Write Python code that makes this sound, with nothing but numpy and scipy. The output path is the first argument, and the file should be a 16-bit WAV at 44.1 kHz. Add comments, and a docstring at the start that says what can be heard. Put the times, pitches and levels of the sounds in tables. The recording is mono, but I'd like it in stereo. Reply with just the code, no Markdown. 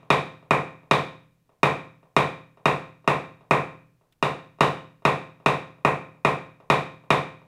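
"""Punch tapped on a car panel

A small hammer taps a punch held on a car's sheet-metal panel, in fairly even runs with short pauses.
Each blow is a short clank of damped modes and noise, then panel, car body and garage ring on as
lasting modes and a dense wash, nearly alike from blow to blow. Between the blows the tool touches
the panel lightly; one tiny tick and the faint air of the garage, both shaped noise, lie underneath."""
import sys
import numpy as np
from scipy import signal
from scipy.fft import rfft, irfft, next_fast_len
from scipy.io import wavfile

SR = 44100
rng = np.random.default_rng(int(sys.argv[2]) if len(sys.argv) > 2 else 0)


def pcm_store(signal):
    """Save signal as 16-bit PCM."""
    levels = np.round(np.clip(np.atleast_2d(signal), -1, 1) * 32767)
    wavfile.write(sys.argv[1], SR, levels.astype(np.int16).T)


N = 329427


def amp(db):
    """Turn decibels into a gain."""
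    return 10 ** (np.asarray(db) / 20)


def unit(x):
    """Scale to rms 1."""
    return x / np.sqrt(np.mean(x ** 2) + 1e-20)


def along(points, hz):
    """Read (Hz, value) points on a log frequency axis."""
    point_hz, value = np.transpose(points)
    return np.interp(np.log(hz + 1), np.log(point_hz + 1), value)


def pan(left_right_db):
    """Left and right gains for a level difference; positive leans left."""
    return amp(np.array([[.5], [-.5]]) * left_right_db)


def filtered(x, response):
    """Multiply the spectrum of x by a response of frequency."""
    n = x.shape[-1]
    padded = next_fast_len(n + 4096)
    spectrum = rfft(x, padded) * response(np.fft.rfftfreq(padded, 1 / SR))
    return irfft(spectrum, padded)[..., :n]


def stereo(pair):
    """Two unrelated noises become left and right: alike in the bass, apart in the treble."""
    # left-right likeness: freq_hz, correlation (0 to 1)
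    likeness = [(120, .96), (350, 0.9), (700, .5), (1400, 0), (4000, 0)]

    def mid_side_gains(hz):
        angle = np.arccos(np.clip(along(likeness, hz), -1, 1)) / 2
        return np.array([np.cos(angle), np.sin(angle)])

    mid, side = filtered(pair, mid_side_gains)
    return np.array([mid + side, mid - side])


def add(track, s, sound):
    """Mix a sound into the track at time s, cut off at the track's end."""
    part = track[:, max(round(s * SR), 0):][:, :sound.shape[1]]
    part += sound[:, :part.shape[1]]


def air(level_db):
    """The faint rumble and hiss of the garage: steady noise, strongest in the bass."""
    # spectrum of the still garage: freq_hz, relative_density_db
    air_spectrum = [(25, -7), (60, -9), (130, -4.5), (350, -15), (1500, -23.5), (4000, -29), (15000, -32)]
    noise = stereo(rng.standard_normal((2, N)))
    return amp(level_db) * unit(filtered(noise, lambda hz: amp(along(air_spectrum, hz))))


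def tick(s, level_db, t60):
    """One tiny dry click as the grip shifts: a noise burst that dies at once."""
    # spectrum of a fingertip shifting on the punch: freq_hz, relative_density_db
    tick_spectrum = [(800, -15), (2700, 2.5), (6000, -15), (14000, -14)]
    age = np.arange(N) / SR - s
    noise = unit(filtered(rng.standard_normal((2, N)), lambda hz: amp(along(tick_spectrum, hz))))
    return noise * (age > 0) * amp(level_db - 60 * np.abs(age) / t60)


def wash(t, rise, hold):
    """Countless modes and echoes: they build up, hold level for a moment, then die band by band."""
    # dense overlapping modes and wall echoes: freq_hz, relative_density_db
    wash_spectrum = [(50, -24), (120, -5.5), (240, -5), (450, 1.5), (1200, 1.5), (1550, -7), (2200, -7.5),
                     (2390, -4), (3200, -13.5), (3750, -8.5), (4150, -20), (5350, -25.5), (8500, -28.5),
                     (15000, -46)]
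    # time for each band to fall by 60 dB: freq_hz, t60_s
    wash_decay = [(80, .65), (250, 0.47), (600, 0.35), (1500, 0.44), (2400, 0.43), (3100, .42),
                  (3750, 0.42), (6000, 0.41), (13000, 0.34)]
    # balance of the wash: freq_hz, left_right_db
    wash_lean = [(120, 2), (700, -3.5), (1900, -3.5), (3000, -4), (5200, 3), (9000, -2)]
    # level the noise in every cell, so the wash is smooth and no chance line stands out
    cells = signal.stft(rng.standard_normal((2, len(t))), nperseg=2048)[2]
    even = signal.istft(cells / (np.abs(cells) + 1e-12), nperseg=2048)[1]
    band_hz, age, bands = signal.stft(even, SR, nperseg=256)
    fade = amp(-60 * np.maximum(age - hold, 0) / along(wash_decay, band_hz)[:, None])
    tail = stereo(signal.istft(bands * fade, SR, nperseg=256)[1][:, :len(t)])
    coloured = filtered(tail, lambda hz: amp(along(wash_spectrum, hz)) * pan(along(wash_lean, hz)))
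    return unit(coloured * (1 - np.exp(-t / rise)))


def body(t, rise, apart_hz):
    """Lasting modes swell as the blow spreads; the low ones start in step, the higher at scattered phases."""
    # modes of panel, car body and garage: freq_hz, level_db, t60_s, left_right_db
    lasting_modes = [(89.3, -36, 0.44, -2), (122, -44, 1.1, -3.5), (141.5, -21.5, 0.39, -0.5),
                     (151.15, -30.5, 0.59, -2.5), (162.7, -34.5, 0.78, 0), (196.55, -37, .62, -0.5),
                     (282.1, -32.5, 0.57, -1), (368, -37, .43, 2), (392.7, -30, .41, -4.5),
                     (444.2, -21.5, 0.3, -5), (494, -28, 0.24, -0.5), (523, -28.5, 0.51, -6),
                     (651, -31.5, 0.46, -6), (675, -28, 0.37, -16.5), (739.6, -24.5, 0.33, -8.5),
                     (825, -32, 0.33, -3.5), (920, -31, .43, -7.5), (983, -24, .38, 3.5),
                     (1053, -27.5, 0.46, 4), (1059.6, -26.5, .41, -5), (1076, -34.5, 0.3, -0.5),
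                     (1168, -30.5, 0.22, 4.5), (1226, -31.5, 0.2, -3), (1310, -34.5, 0.2, -0.5),
                     (1842, -35, 0.47, -9.5), (1898, -34.5, 0.39, -13.5), (2360, -35, 0.51, 0),
                     (2480, -39.5, .55, -2), (3780, -39, .46, 4.5), (3760, -38.5, 0.47, 3.5)]
    out = np.zeros((2, len(t)))
    draws = rng.uniform(-0.98, 1, (len(lasting_modes), 2))
    for (hz, db, t60, lean_db), (phase, side) in zip(lasting_modes, draws):
        scatter = hz ** 2 / (hz ** 2 + apart_hz ** 2)
        # left and right start up to a quarter cycle apart
        start = np.pi * scatter * (phase + np.sign(side) * np.array([[1], [-1]]) / 4)
        out += pan(lean_db) * amp(db - 60 * t / t60) * np.sin(2 * np.pi * hz * t + start)
    return out * (1 - np.exp(-t / rise))


def walls(sound, dull_hz):
    """The nearest walls return the clank as a few delayed copies, dulled by a low-pass."""
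    # first answers of the garage walls: delay_s, level_db, left_right_db
    answers = [(.0075, -20.5, 5.5), (0.0242, -12.5, 2), (0.0262, -8, -3.5), (0.028, -13, 3),
               (0.044, -16, 0.5), (0.046, -12.5, -2.5), (0.0578, -14, -4)]
    out = np.zeros_like(sound)
    for delay, db, lean_db in answers:
        add(out, delay, amp(db) * pan(lean_db) * sound)
    return filtered(out, lambda hz: 1 / (1 + 1j * hz / dull_hz) ** 2)


def clank(t, rise, spread, crack_db, crack_t60):
    """The contact: heavily damped modes and a noisy crack; bending waves bring the treble first."""
    # punch and sheet around the point of contact: freq_hz, level_db, t60_s, left_right_db
    contact_modes = [(177, -26, 0.037, 1), (352, -9, 0.015, -2.5), (816, -3, 0.011, -3),
                     (1142, -2, 0.012, 0.5), (1866, -14.5, 0.02, -6.5), (2464, -14, 0.032, -11),
                     (2796, -17, 0.03, -5.5), (3706, -15.5, 0.017, 1), (5257, -25.5, 0.018, 3.5),
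                     (8040, -27.5, 0.013, -2.5)]
    # spectrum of the crack: freq_hz, relative_density_db
    crack_spectrum = [(100, -4), (1000, 5.5), (4000, -2.5), (8500, -12.5), (15000, -21.5)]
    out = np.zeros((2, len(t)))
    for k, (hz, db, t60, lean_db) in enumerate(contact_modes):
        age = np.maximum(t - spread * np.sqrt(1000 / hz), 0)  # spread is the delay at 1 kHz
        envelope = amp(db - 60 * age / t60) * (1 - np.exp(-age / rise))
        # neighbouring modes start in opposite directions
        out += (-1) ** k * pan(lean_db) * envelope * np.sin(2 * np.pi * hz * age)
    noise = rng.standard_normal(out.shape)
    crack = unit(filtered(noise, lambda hz: amp(along(crack_spectrum, hz))))
    return out + crack * amp(crack_db - 60 * t / crack_t60) * (1 - np.exp(-t / rise))


def punch(hz, punch_hz, width_hz, share):
    """The punch's own resonance, set by grip and tilt: a peak with a hollow just above it."""
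    coupling = share * width_hz * punch_hz
    resonance = 1 + coupling / (punch_hz ** 2 - hz ** 2 + 1j * hz * width_hz)
    return resonance / (1 + coupling / punch_hz ** 2)  # the deep bass passes unchanged


def stroke(hz, force_db, hardness_db, punch_hz):
    """Colour of one blow: a hard contact adds edge and fizz; a tighter grip raises and damps the punch."""
    easy_grip_hz = 2662  # resonance of the punch in an average grip
    damping_db_per_octave = 16.5
    fizz_share, fizz_db = 0.32, -0.67  # top treble: share of the hardness, level at hardness 0 dB
    ring_db = -damping_db_per_octave * np.log2(punch_hz / easy_grip_hz)
    colour = [(1800, 0.00046), (2500, ring_db), (3600, hardness_db),
              (7000, fizz_db + fizz_share * hardness_db)]
    return amp(force_db + along(colour, hz)) * punch(hz, punch_hz, width_hz=350, share=0.86)


def rolled_off(x, cut_hz):
    """The deepest bass of the tapping is rolled off: a high-pass."""
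    return signal.sosfilt(signal.butter(2, cut_hz, "highpass", fs=SR, output="sos"), x)


def tapping(clank_db, body_db, wash_db):
    """Every contact strikes the same spot and wakes the same modes; force, hardness and grip colour blows."""
    # hammer blows: start_s, force_db, hardness_db (of the contact)
    blows = [(0.1028, 1, 3.5), (.508, .6, -4.5), (.911, 1, 5), (1.631, 1.3, -.5), (2.1648, 1.36, 1.5),
             (2.656, .5, -.5), (3.076, 0, -1.5), (3.509, 1.35, -4.5), (4.2257, -2.5, 1.5), (4.607, 1.97, 2),
             (5.0513, 0.8, 0), (5.4604, .5, 1), (5.8486, .5, -6), (6.2485, -0.06, -2.5), (6.7, 1.6, 2),
             (7.1041, 1.33, 1.5)]
    # light touches of the punch on the panel between the blows: start_s, force_db
    touches = [(.029, -37), (.426, -37.5), (.832, -40), (1.492, -44), (2.029, -40), (2.572, -37),
               (3.043, -36.5), (3.408, -37.5), (4.011, -48.5), (4.586, -32.5), (5.021, -38.5), (5.4, -38),
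               (5.784, -42), (6.147, -42.5), (6.601, -35), (7.037, -39), (7.416, -39)]
    # colour of every light touch: freq_hz, level_db
    soft_contact = [(150, -5), (600, 2), (1100, -3.5), (3000, -9.5)]
    # the grip tightens and eases slowly, moving the punch's resonance: time_s, resonance_hz
    grip = [(.1, 2540), (2.16, 2520), (2.8, 2790), (3.51, 2620), (4.6, 3020), (5.05, 2670), (5.46, 2700),
            (5.85, 2620), (7.1, 2490)]
    # how far the wash turns from its usual noise to fresh noise: freq_hz, angle_radians
    wash_turn = [(200, 0.24), (1000, 0.28), (3500, 0.84), (7000, 0.42)]
    earlier_blow_s = .29  # one blow falls this long before the start

    t = np.arange(SR) / SR
    track = np.zeros((2, N))
    direct = amp(clank_db) * clank(t, rise=0.00074, spread=0.00077, crack_db=-11, crack_t60=.011)
    lasting = amp(body_db) * body(t, rise=0.015, apart_hz=500)
    modes = direct + walls(direct, dull_hz=1880) + lasting

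    def new_wash():
        return amp(wash_db) * wash(t, rise=0.0014, hold=0.021)

    usual = new_wash()
    # part of the wash is fresh noise in each blow, most around 3.5 kHz
    kept = filtered(usual, lambda hz: np.cos(along(wash_turn, hz)))
    for s, force_db, hardness_db in blows:
        fresh = filtered(new_wash(), lambda hz: np.sin(along(wash_turn, hz)))
        punch_hz = np.interp(s, *np.transpose(grip))
        blow = filtered(modes + kept + fresh, lambda hz: stroke(hz, force_db, hardness_db, punch_hz))
        add(track, s, blow)

    touch = filtered(modes + usual, lambda hz: amp(along(soft_contact, hz)))
    for s, force_db in touches:
        add(track, s, amp(force_db) * touch)

    # the earlier blow is still dying away
    add(track, 0, (modes + usual)[:, round(earlier_blow_s * SR):])
    return rolled_off(track, cut_hz=40)


def scene():
    """Tapping and one tick over the still air."""
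    taps = tapping(clank_db=-1.5, body_db=0, wash_db=-31.0)
    return taps + tick(s=4.124, level_db=-56.5, t60=0.046) + air(level_db=-70.5)


def record(dry):
    """The microphone track: the sharpest peaks are rounded off and a steep low-pass limits the band."""
    peak_limit, top_hz = 0.89, 15600  # full scale = 1; Hz
    rounded = dry / (1 + np.abs(dry / peak_limit) ** 6) ** (1 / 6)
    return filtered(rounded, lambda hz: 1 / np.sqrt(1 + (hz / top_hz) ** 120))


dry = scene()
out = record(dry)
pcm_store(out)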